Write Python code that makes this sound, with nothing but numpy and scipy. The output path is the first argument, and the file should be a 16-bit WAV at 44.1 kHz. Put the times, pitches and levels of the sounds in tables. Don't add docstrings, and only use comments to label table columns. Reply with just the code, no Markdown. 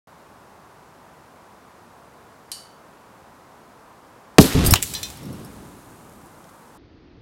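import sys
import numpy as np
from scipy import signal
from scipy.fft import rfft, irfft, next_fast_len
from scipy.io import wavfile

SR = 44100
rng = np.random.default_rng(int(sys.argv[2]) if len(sys.argv) > 2 else 0)


def log_audio(samples):
    frames = np.atleast_2d(samples).T
    limited = np.clip(frames, -1, 1)
    pcm = np.round(limited * 32767).astype(np.int16)
    wavfile.write(sys.argv[1], SR, pcm)


N = 317961
T = np.arange(N) / SR

# (time [s], level [dB], t60 [s])
BURST = [(4.3836, -3.5, 0.16)]
# (frequency [Hz], relative level [dB], t60 [s])
BURST_MODES = [(82, 1.5, .14), (155, 1, .15), (262, -.5, .24), (285, -7, .2), (392, -4, .09),
               (445, -6, .12)]
# (frequency [Hz], relative level [dB])
JET_COLOUR = [(290, -26.5), (500, -1.5), (1510, -6), (3650, -7), (4730, -10), (6060, -13), (11800, -22),
              (16000, -34)]


def pressure_wave(start, start_hz=700, halving_s=.0047):
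    hz = start_hz / (1 + np.maximum(T - start, 0) / halving_s)
    turns = np.cumsum(hz * (T >= start)) / SR
    return -from_db(6.5) * swell(start, attack=1 / SR, t60=.035, hold=.012) * np.sin(2 * np.pi * turns)


def rupture():
    # (frequency [Hz], relative level [dB])
    boom_colour = [(24, -32), (60, -3), (180, 0), (359, -0.5), (531, -10.5), (737, -17), (1130, -27),
                   (2000, -41)]
    start, _, boom_t60 = BURST[0]
    wave = pressure_wave(start) + ringing(BURST, BURST_MODES, spread_db=-1)
    boom = from_db(.5) * dying(start, boom_t60) * coloured(boom_colour)
    scatter = from_db(-17) * dying(start, t60=.5) * coloured(boom_colour[1:])
    crack = from_db(6.5) * dying(start, t60=.032) * coloured(JET_COLOUR, grain_db=2.5)
    return wave + boom + scatter + crack


def gas_jet(tail_delay_s=.49):
    start = BURST[0][0]
    rush = from_db(-29) * swell(start, attack=.02, t60=.31, hold=.34, sag_db_per_s=-1.5)
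    faint_tail = from_db(-44.5) * swell(start + tail_delay_s, attack=.087, t60=3.03)
    spitting = rms_one(1 + crackles(per_s=170))
    return np.hypot(rush * spitting, faint_tail) * coloured(JET_COLOUR, grain_db=1)


def ignition(cycles_to_fade=6.3):
    # (time [s], level [dB], pitch [Hz])
    pockets = [(4.549, -8, 130), (4.5746, -8.5, 101.3), (4.5991, -8.5, 200), (4.652, -10, 80.1),
               (4.683, -5.5, 79.7), (4.712, -13.5, 105.2), (4.7233, -1, 102.1)]
    # (frequency [Hz], relative level [dB])
    flame_colour = [(30, -22.5), (64, 4), (150, -1.5), (263, -6.5), (420, -10), (549, -25), (900, -24.5)]
    start_s, hold_s = 4.545, .15
    puffs = sum(from_db(db) * dying(s, cycles_to_fade / hz) * np.sin(2 * np.pi * hz * (T - s))
                for s, db, hz in pockets)
    front = from_db(-18.5) * swell(start_s, attack=.027, t60=.29, hold=hold_s, sag_db_per_s=15.5)
    afterburn = from_db(-36) * swell(start_s, attack=hold_s, t60=3.26)
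    flash_s, flash_db = pockets[0][0], -14.5
    flash = ringing([(flash_s, flash_db)], BURST_MODES, spread_db=1.5)
    return puffs + flash + np.hypot(front, afterburn) * coloured(flame_colour)


def pellet(near_trunk_s=.0262):
    # (time [s], level [dB], t60 [s])
    strike = [(2.5168, -24, 0.033)]
    # (frequency [Hz], relative level [dB])
    tick_colour = [(1500, -24), (2400, -18), (3000, -11), (3400, -15), (4500, -1), (4800, -8), (6500, -11),
                   (9300, -6.5), (13000, -16), (16000, -32)]
    # (frequency [Hz], relative level [dB], t60 [s])
    modes = [(1800, -13, .2), (2945, -6, .46), (3074, -9, .5), (3720, -7, .14), (4016, 0, .3),
             (4151, -5, .36), (4508, 0, .28), (4538, 1, .42), (4597, 1.5, .36), (4974, -5, .42),
             (5108, -5, .24), (5539, -6, .38), (5670, -2, .22), (6804, -9, .4), (8446, -7, .27),
             (8710, -2, .25), (8888, -1, .33), (9394, -2, .3), (10130, -7, .26)]
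    tick = blows(strike, tail_db=-14.5, tail_t60=.36) * coloured(tick_colour, grain_db=1.2)
    slapback = from_db(-13) * np.interp(T - near_trunk_s, T, tick)
    ring = from_db(-18.5) * ringing(strike, modes, spread_db=.5)
    shimmer = from_db(-16) * ringing(strike, thin_metal(tick_colour, t60=.4, count=120), spread_db=1)
    return tick + slapback + trunks(ring, wet_db=-10, t60=.4) + trunks(shimmer, wet_db=-1, t60=.35)


def heavy_piece():
    # (time [s], level [dB], t60 [s])
    hits = [(4.7375, 5, 0.012), (4.7556, -18.5, 0.027)]
    # (frequency [Hz], relative level [dB])
    slam_colour = [(450, -15), (680, -5), (950, 6.5), (1300, 1.5), (2700, -3.5), (3600, -8), (6700, -1),
                   (9300, -6.5), (15000, -8)]
    # (frequency [Hz], relative level [dB], t60 [s])
    knock_modes = [(850, -3.5, 0.021), (1140, -7.5, 0.019), (4120, 1.5, 0.013)]
    # (frequency [Hz], relative level [dB])
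    sheet_colour = [(2000, -16), (2900, 3), (4200, -12)]
    slams = blows(hits, tail_db=-28, tail_t60=.1014) * coloured(slam_colour)
    knock = from_db(-4.5) * ringing(hits, knock_modes, spread_db=2.5)
    after_ring = from_db(-21) * dying(hits[-1][0], t60=.12) * coloured(sheet_colour)
    return slams + knock + after_ring


def shards(ring_db=-5.5, choke_db=-5, free_from_s=5):
    # (time [s], level [dB], t60 [s], pitch [Hz])
    hits = [(4.6625, -14, 0.05, 4810), (4.6707, -16, 0.059, 4800), (4.7086, -8, 0.02, 5465),
            (4.7202, -18.5, 0.054, 5420), (5.1715, -46, .04, 5500), (5.231, -47, 0.044, 5530),
            (5.255, -47, 0.035, 5450), (5.328, -45.5, 0.03, 5430), (5.4465, -48, 0.013, 4900),
            (5.448, -46, 0.025, 5380)]
    # (frequency [Hz], relative level [dB])
    scrape_colour = [(3500, -34.5), (4900, -5.5), (6300, -18), (7600, -0.5), (9400, 2.5), (10200, -8.5),
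                     (11500, 1.5), (15500, -7)]
    # (multiple of the pitch, relative level [dB], t60 [s])
    modes = [(1, 0, .125), (1.025, -7, .09), (1.846, -4, .07), (1.955, -2, .07), (2.25, -3, .07),
             (2.45, -3, .06), (2.9, -7, .05)]
    scrape = blows(hits, tail_db=-25, tail_t60=.3) * coloured(scrape_colour, grain_db=1.2)
    rings = np.zeros(N)
    for s, db, _, hz in hits:
        strike_db = db + ring_db + choke_db * (s < free_from_s)
        rings += ringing([(s, strike_db)], np.array(modes) * [hz, 1, 1], spread_db=1.5)
    shimmer = from_db(-10.5) * ringing(hits, thin_metal(scrape_colour, t60=.11), spread_db=7.5)
    return scrape + trunks(rings, wet_db=-11, t60=.2) + shimmer


def tumbling_can():
    # (time [s], level [dB], t60 [s], contact [0 side to 1 rim])
    landings = [(4.939, -35, 0.1, 0), (4.95, -25.5, 0.12, 0.1), (5.0301, -28, 0.17, 0.95)]
    # (frequency [Hz], relative level [dB])
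    clank_colour = [(1000, -37), (2250, -20), (4000, -2), (4500, -12), (5830, 1), (7240, -16), (16000, -27)]
    # (frequency [Hz], side-hit level [dB], rim-hit level [dB], t60 [s])
    modes = [(1760, -10, -20, .25), (2535, -16, -4, .22), (2980, -9, -11, .2), (3160, -7, -4, .14),
             (3467, -2, -20, .14), (3575, -18, 2, .17), (3784, 2, -11, .12), (4088, 1.5, 3.5, .11),
             (4770, -2, -14, .12), (4940, -8, -10, .18), (5690, -1, -7, .13), (5840, -11, -3, .16),
             (6020, -14, -5, .16), (7040, -12, -7, .13), (7490, -13, -10, .16)]
    clanks = from_db(-5) * blows(landings, tail_db=-15, tail_t60=.25) * coloured(clank_colour, grain_db=1.2)
    hz, side_db, rim_db, t60 = np.transpose(modes)
    ring = np.zeros(N)
    for s, db, _, rim in landings:
        mode_db = side_db + rim * (rim_db - side_db)
        ring += ringing([(s, db)], np.transpose([hz, mode_db, t60]), spread_db=1.5)
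    return clanks + from_db(-4.5) * trunks(ring, wet_db=-13, t60=.2)


def leaf_crashes():
    # (time [s], level [dB], t60 [s])
    snaps = [(4.411, -18, .04), (4.758, -23, 0.03), (4.8205, -31, 0.058), (4.826, -15.5, 0.06),
             (4.9118, -35, 0.05), (4.9372, -23.5, 0.05), (5.0305, -24, 0.038), (5.1012, -34, 0.043)]
    # (frequency [Hz], relative level [dB])
    snap_colour = [(1300, -14.5), (2400, -5), (4000, -7), (6300, -5), (7400, 0.5), (10800, -6),
                   (15200, -7.5)]
    return blows(snaps, tail_db=-17, tail_t60=.53) * coloured(snap_colour)


def spray():
    # (time [s], level [dB], attack [s], t60 [s])
    showers = [(4.386, -17, 0.025, 0.19), (4.41, -28, 0.047, 0.5), (4.526, -31.5, 0.0089, .06),
               (4.637, -24.5, 0.02, 0.097), (4.825, -37, 0.027, 1.2)]
    # (frequency [Hz], relative level [dB])
    patter_colour = [(2000, -20.5), (3900, 1), (6600, -5), (11600, -2), (14500, -7.5), (16000, -19)]
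    power = sum((from_db(db) * swell(s, attack, t60)) ** 2 for s, db, attack, t60 in showers)
    return np.sqrt(power) * coloured(patter_colour, grain_db=2.5)


def fireball():
    # (frequency [Hz], relative level [dB])
    whoosh_colour = [(50, -15), (110, -1.5), (170, 1.5), (290, -7), (520, -17), (800, -34)]
    return from_db(-33) * swell(5.17, attack=.11, t60=.62, hold=.041) * coloured(whoosh_colour)


def burning_leaves(start_s=5.21, attack_s=.16):
    # (frequency [Hz], relative level [dB])
    roar_colour = [(45, -5.5), (190, -1.5), (290, -1.5), (530, -11.5), (800, -21.5), (1400, -20.5)]
    # (frequency [Hz], relative level [dB])
    sizzle_colour = [(3500, -15.5), (7000, -2), (9000, 0), (12000, -3), (16000, -10)]
    # (time [s], level [dB], t60 [s])
    twigs = [(6.4424, -44.5, 0.011), (6.4905, -53, 0.025)]
    # (frequency [Hz], relative level [dB])
    pop_colour = [(2200, -13), (4000, -2), (5600, -3), (7500, -10)]
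    roar = from_db(-42.5) * swell(start_s, attack_s, t60=5.5) * coloured(roar_colour)
    sputter = from_db(-55.5) + from_db(-52) * crackles(per_s=28)
    sizzle = swell(start_s, attack_s, t60=10.5) * sputter * coloured(sizzle_colour, grain_db=1.4)
    pops = blows(twigs, tail_db=-22, tail_t60=.15) * coloured(pop_colour)
    return roar + sizzle + pops


def wind():
    # (frequency [Hz], relative level [dB])
    wind_colour = [(15, -56.5), (25, -23), (64, -6), (180, -2), (405, -4), (650, -3.5), (980, -1.5),
                   (1400, -7.5), (2000, -15), (3080, -21.5), (11300, -28), (16000, -33.5)]
    return from_db(-49) * coloured(wind_colour)


def calm_air():
    # (frequency [Hz], relative level [dB])
    air_colour = [(15, -38.5), (25, -15.5), (71, -4), (194, -12), (301, -5.5), (592, -22), (4800, -36),
                  (6500, -50), (8450, -90)]
    return from_db(-49.5) * coloured(air_colour)


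def trunks(x, wet_db, t60, count=160):
    lags, signs = rng.uniform(.004, .4, count), rng.choice([-1, 1], count)
    echoes = np.zeros(SR)
    echoes[(lags * SR).astype(int)] = signs * from_db(-60 * lags / t60)
    return x + from_db(wet_db) * signal.fftconvolve(x, echoes / np.linalg.norm(echoes))[:N]


def thin_metal(colour, t60, count=60):
    hz = np.linspace(3300, 15000, count) + rng.uniform(-100, 100, count)
    db = np.interp(hz, *np.transpose(colour)) + rng.normal(0, 2.5, count)
    db -= 10 * np.log10(np.sum(from_db(db) ** 2))
    return np.transpose([hz, db, t60 * np.sqrt(hz[0] / hz)])


def ringing(hits, modes, spread_db):
    hz, mode_db, t60 = np.transpose(modes)[:, :, None]
    t = T[:SR // 2]
    rings = from_db(mode_db - 60 * t / t60) * np.sin(2 * np.pi * hz * t)
    polarity = (-1) ** np.arange(len(modes))
    out = np.zeros(N)
    for s, db, *_ in hits:
        strengths = from_db(db + spread_db * rng.standard_normal(len(modes)))
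        at = round(s * SR)
        out[at:at + len(t)] += (strengths * polarity) @ rings
    return out


def blows(hits, tail_db, tail_t60):
    power = sum(from_db(2 * db) * (dying(s, t60) ** 2 + (from_db(tail_db) * dying(s, tail_t60)) ** 2)
                for s, db, t60, *_ in hits)
    return np.sqrt(power)


def crackles(per_s, t60=.007, spread_db=3):
    onsets = rng.random(N) < per_s / SR
    sizes = from_db(spread_db * np.clip(rng.standard_normal(N), -2, 2))
    return signal.lfilter([1], [1, -from_db(-60 / (t60 * SR))], onsets * sizes + 1e-18)


def swell(start, attack, t60, hold=0, sag_db_per_s=0):
    held = np.maximum(T - start - attack, 0)
    fall_db = sag_db_per_s * np.minimum(held, hold) + 60 * np.clip((held - hold) / t60, 0, 4)
    return np.clip((T - start) / attack, 0, 1) * from_db(-fall_db)


def dying(start, t60):
    out = np.zeros(N)
    span = (T >= start) & (T < start + 2 * t60)
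    out[span] = from_db(-60 * (T[span] - start) / t60)
    return out


def coloured(spectrum, grain_db=0):
    hz, db = np.transpose(spectrum)
    size = next_fast_len(N)
    f = np.maximum(np.arange(size // 2 + 1) * SR / size, 1)
    low_cut = np.minimum(f / hz[0], 1) ** 2 / np.sqrt(1 + (hz[0] / f / 2) ** 4)
    high_cut = 1 / np.sqrt(1 + (f / hz[-1] / 1.2) ** 16)
    shape = from_db(np.interp(np.log(f), np.log(hz), db))
    grains = from_db(grain_db * np.minimum(rng.exponential(1, size // 16 + 1), 5))
    white = rng.standard_normal(size) * np.repeat(grains, 16)[:size]
    return rms_one(irfft(rfft(white) * low_cut * high_cut * shape, size)[:N])


def from_db(db):
    return 10 ** (np.asarray(db) / 20)


def rms_one(x):
    return x / np.sqrt(np.mean(x ** 2) + 1e-20)


def scene(start_s=.072, cut_s=6.776):
    clearing = wind() + pellet() + rupture() + gas_jet() + spray() + ignition()
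    clearing += heavy_piece() + leaf_crashes() + shards() + tumbling_can()
    clearing += fireball() + burning_leaves()
    return np.where(T < cut_s, clearing * (T >= start_s), calm_air())[None]


def record(dry, cutoff_hz=16000):
    clipped = np.clip(dry, -1, 1)
    return signal.sosfilt(signal.ellip(10, .1, 70, cutoff_hz, fs=SR, output="sos"), clipped)


dry = scene()
out = record(dry)
log_audio(out)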